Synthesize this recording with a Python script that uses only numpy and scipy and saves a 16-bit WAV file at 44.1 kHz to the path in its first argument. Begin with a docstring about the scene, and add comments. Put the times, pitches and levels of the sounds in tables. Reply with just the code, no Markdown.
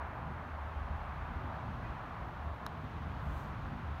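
"""An open green above a busy road, one microphone beside the putting surface.
Far tyres rush and engines drone over a low outdoor rumble, stirring leaves and airy hiss,
with faint insect-like ticks and a few far chirps. The putter meets the ball with one short, dry
click as head and ball ring. A faint high hiss swells and fades while the ball rolls away."""
import sys
import numpy as np
from scipy import signal
from scipy.fft import rfft, irfft
from scipy.io import wavfile

SR = 44100
rng = np.random.default_rng(int(sys.argv[2]) if len(sys.argv) > 2 else 0)


def output_pcm(signal):
    """Save a mono or channel-first signal as 16-bit PCM at the path in sys.argv[1].

    Samples are clipped to [-1, 1] before scaling.
    """
    pcm = np.clip(np.atleast_2d(signal).T, -1, 1) * 32767
    wavfile.write(sys.argv[1], SR, np.round(pcm).astype(np.int16))


N = 176400
TIME = np.arange(N) / SR


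def from_db(db):
    """Decibels to gain."""
    return 10 ** (np.asarray(db) / 20)


def rms_one(x):
    """Scale to an rms of 1."""
    return x / np.sqrt(np.mean(x ** 2) + 1e-20)


def level(rows):
    """Gain over time from rows of time_s, level_db."""
    return from_db(np.interp(TIME, *np.transpose(rows)))


def drift(rate_hz):
    """Smooth random wander with an rms of 1, mostly slower than rate_hz."""
    step, settle = 40, 2000
    pole = np.exp(-2 * np.pi * rate_hz * step / SR)
    white = rng.standard_normal(N // step + settle + 2)
    slow = signal.lfilter([1], [1, -2 * pole, pole * pole], white)[settle:]
    return np.interp(np.arange(N) / step, np.arange(len(slow)), rms_one(slow))


def noise(spectrum, waver_db=0):
    """Noise of the given colour whose octaves each waver on their own; rms 1."""
    hz = np.maximum(np.fft.rfftfreq(N, 1 / SR), 1)
    points_hz, points_db = np.transpose(spectrum)
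    colour = from_db(np.interp(np.log(hz), np.log(points_hz), points_db))
    bins = rfft(rng.standard_normal(N)) * colour
    octave = np.maximum(np.log2(hz).astype(int), 5)
    bands = (irfft(bins * (octave == k), N) for k in np.unique(octave))
    return rms_one(sum(band * from_db(waver_db * drift(6.7)) for band in bands))


def bump(centre_s, sigma_s):
    """A bell-shaped rise and fall around one moment."""
    return np.exp(-.5 * ((TIME - centre_s) / sigma_s) ** 2)


def ring(force, hz, t60_s):
    """One damped mode: a unit impulse sets a sine of height 1 ringing."""
    pole = from_db(-60 / (t60_s * SR))
    angle = 2 * np.pi * hz / SR
    return signal.lfilter([0, np.sin(angle)], [1, -2 * pole * np.cos(angle), pole * pole], force + 1e-18)


def delayed(x, seconds):
    """The same sound a little later."""
    return np.interp(TIME - seconds, TIME, x, left=0)


def tyres():
    """Tyres on the far road rush around 1 kHz; the brighter tread noise fades as the cars move on."""
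    # rise and fall of the rush: time_s, relative_db
    rush_level = [(0.0, -45.5), (0.11, -48), (1.31, -49), (1.58, -46.5), (1.79, -50), (2.23, -46.5),
                  (2.41, -49), (2.61, -48.5), (2.8, -50.5), (3.49, -48.5), (3.62, -51.5), (4.0, -51.5)]
    # colour of the rush: freq_hz, relative_db
    rush_spectrum = [(60, -42), (200, -10.5), (480, -8.5), (620, -2.5), (800, 0), (1100, -0.5),
                     (1600, -14.5), (2000, -21.5), (3500, -40), (5000, -54.5), (16000, -95)]
    # tread noise at the microphone: time_s, level_db
    tread_level = [(0, -49), (.25, -52), (.9, -52.5), (1.15, -50), (1.55, -53), (1.75, -53), (1.97, -51.5),
                   (2.5, -55), (3.1, -53.5), (4, -53)]
    # colour of the tread noise: freq_hz, relative_db
    tread_spectrum = [(300, -44), (900, -7.5), (1250, -0.5), (1600, -3.5), (2000, -10), (2600, -16),
                      (3500, -29.5), (5000, -45), (16000, -88)]
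    rush = from_db(0.5) * level(rush_level) * noise(rush_spectrum, waver_db=0.66)
    tread = level(tread_level) * noise(tread_spectrum, waver_db=0.1)
    return rush + tread


def engines():
    """Far engines drone in a narrow band, wandering in pitch and fluttering in level."""
    # the drone swells and sinks: time_s, relative_db
    drone_level = [(0, -50.5), (.5, -44), (.7, -41.5), (1.0, -43.5), (1.15, -44.5), (1.35, -42), (1.6, -54),
                   (1.72, -34.5), (1.8, -62), (2.33, -58), (2.49, -36), (2.6, -53.5), (2.95, -44),
                   (3.1, -38.5), (3.25, -57), (3.38, -40), (3.5, -51), (3.9, -40)]
    pitch_hz, wander_hz, flutter_db = 75.3, 3.53, 4
    phase = 2 * np.pi * np.cumsum(pitch_hz + wander_hz * drift(8.1)) / SR
    flutter = from_db(flutter_db * np.minimum(drift(20.3), 1))
    return from_db(-2) * level(drone_level) * rms_one(np.sin(phase) * flutter)


def rumble():
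    """Uneven low outdoor rumble, its deepest part coming in lumps."""
    # rise and fall of the low rumble: time_s, relative_db
    low_level = [(0, -52), (.3, -48), (.5, -54), (.8, -51.5), (.93, -53), (1.25, -50), (1.48, -45.5),
                 (1.58, -49), (1.8, -45), (2.0, -49.5), (2.55, -50.5), (2.9, -46), (3.15, -46), (3.55, -48),
                 (3.75, -45.5), (4, -49)]
    # colour of the low rumble: freq_hz, relative_db
    low_spectrum = [(15, -54), (40, -21), (70, -5), (100, 1.5), (160, -1), (200, -7), (250, -7), (330, -15),
                    (480, -23.5), (1000, -55), (4000, -100)]
    # the deep lumps: time_s, relative_db
    deep_level = [(0, -49.5), (.7, -55), (.82, -42.5), (1.1, -50), (1.34, -43), (1.47, -46), (1.6, -53),
                  (1.92, -46), (2.1, -52), (2.24, -47), (2.35, -52), (3.0, -56), (3.3, -47.5), (4, -48.5)]
    # colour of the lumps: freq_hz, relative_db
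    deep_spectrum = [(10, -50), (27, -26), (38, -9), (48, -4.5), (62, -1.5), (90, -14.5), (200, -36),
                     (1000, -110)]
    low = from_db(1.5) * level(low_level) * noise(low_spectrum, waver_db=1.5)
    deep = from_db(1) * level(deep_level) * noise(deep_spectrum, waver_db=2.2)
    return low + deep


def leaves():
    """Leaves stir in the trees, a soft rustle that slowly grows."""
    # rustle at the microphone: time_s, level_db
    rustle_level = [(0, -77), (.6, -70.5), (1.5, -67.5), (1.87, -65.5), (2.2, -68.5), (2.55, -68.5),
                    (3.0, -65.5), (4, -66)]
    # colour of the rustle: freq_hz, relative_db
    rustle_spectrum = [(800, -21), (2200, 3), (3200, 2.5), (4200, -4.5), (5000, -11), (6200, -14.5),
                       (8000, -25), (16000, -34)]
    return level(rustle_level) * noise(rustle_spectrum, waver_db=.5)


def air():
    """A faint, steady airy hiss lies over the green."""
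    # colour of the hiss: freq_hz, relative_db
    air_spectrum = [(1500, 5.5), (2800, 0.5), (3700, -3.5), (4500, -8), (5000, -12), (6200, -13.5),
                    (7700, -20), (9300, -18), (10400, -23), (11300, -18), (13500, -19), (16000, -21)]
    return from_db(-64) * noise(air_spectrum, waver_db=-0.06)


def ticks():
    """Soft, narrow bursts of very high hiss, as of an insect in the grass."""
    # the ticks: centre_s, level_db
    bursts = [(.08, -85), (.15, -83), (1.245, -84), (1.45, -85), (1.55, -86), (2.28, -82.5), (2.445, -84),
              (2.545, -83), (2.845, -84)]
    # their colour: freq_hz, relative_db
    tick_spectrum = [(10000, -30), (12600, -5), (13500, 2), (14400, -7), (16000, -24)]
    envelope = sum(from_db(db) * bump(centre_s, sigma_s=0.0058) for centre_s, db in bursts)
    return envelope * noise(tick_spectrum)


def chirps():
    """Short wavering notes, perhaps a distant bird."""
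    # the far notes: centre_s, pitch_hz, level_db
    notes = [(.755, 3070, -65), (1.85, 2000, -55.5), (1.86, 2480, -56)]
    waver_hz = 45 * drift(64.5)
    song = np.zeros(N)
    for centre_s, pitch_hz, db in notes:
        phase = 2 * np.pi * np.cumsum(pitch_hz + waver_hz) / SR
        song += from_db(db) * bump(centre_s, sigma_s=0.013) * np.sin(phase)
    return song


def putt():
    """A brief hard contact rings head and ball; a close reflection and a short ground scatter follow."""
    # the putter meets the ball: start_s, force_db
    strikes = [(2.6645, -26)]
    # modes of putter head and ball: pitch_hz, relative_db, t60_s
    modes = [(380, -19, .01), (680, -11, .007), (1080, -2, .012), (1600, -4, .009), (3120, -21, 0.012),
             (3820, -15, 0.0155), (4180, -16.5, 0.015), (5370, -17, 0.011), (6800, -26, .01),
             (9230, -21.5, 0.0069), (11050, -25, 0.0099), (12400, -20, .005), (13200, -23, .005),
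             (15000, -35, .006)]
    # dull scatter from the ground around: freq_hz, relative_db
    scatter_spectrum = [(200, -20), (700, 7), (1200, 0), (2300, -20), (3900, -8), (5400, -27), (8000, -37),
                        (15000, -32)]
    contact_s, release_db = 0.00071, -19
    echo_s, echo_db = 0.0018, -13
    scatter_t60_s, scatter_db = 0.029, -16
    impact = np.zeros(N)
    for start_s, force_db in strikes:
        impact[int(start_s * SR)] = from_db(force_db)
    tail = signal.lfilter([1], [1, -from_db(-60 / (scatter_t60_s * SR))], impact + 1e-18)
    scatter = from_db(scatter_db) * tail * noise(scatter_spectrum)
    # the ball leaves the face with a second, opposite impulse
    force = impact - from_db(release_db) * delayed(impact, contact_s)
    click = np.zeros(N)
    for k, (hz, db, t60_s) in enumerate(modes, 1):
        click += (-1) ** k * from_db(db) * ring(force, hz, t60_s)  # neighbours alternate in polarity
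    return click + delayed(from_db(echo_db) * click + scatter, echo_s)


def high_hiss():
    """After the putt a thin hiss grows slowly and dies more quickly."""
    # colour of the hiss: freq_hz, relative_db
    hiss_spectrum = [(3000, -15), (5000, -4), (6400, 1), (8000, -3), (9300, -4), (10300, -7), (11200, -2),
                     (13300, -1), (15800, -7)]
    start_s, peak_s, end_s, peak_db = 3.15, 3.39, 3.54, -71
    swell = np.interp(TIME, [start_s, peak_s, end_s], [0, 1, 0])
    return from_db(peak_db) * swell * noise(hiss_spectrum, waver_db=.6)


def scene():
    """Everything at one microphone beside the green."""
    background = tyres() + engines() + rumble() + leaves() + air()
    return (background + ticks() + chirps() + putt() + high_hiss())[None]


def record(dry):
    """A steep low-pass cuts the very top of the treble."""
    cutoff_hz = 15900
    return signal.sosfilt(signal.ellip(10, .1, 70, cutoff_hz, fs=SR, output="sos"), dry)


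dry = scene()
out = record(dry)
output_pcm(out)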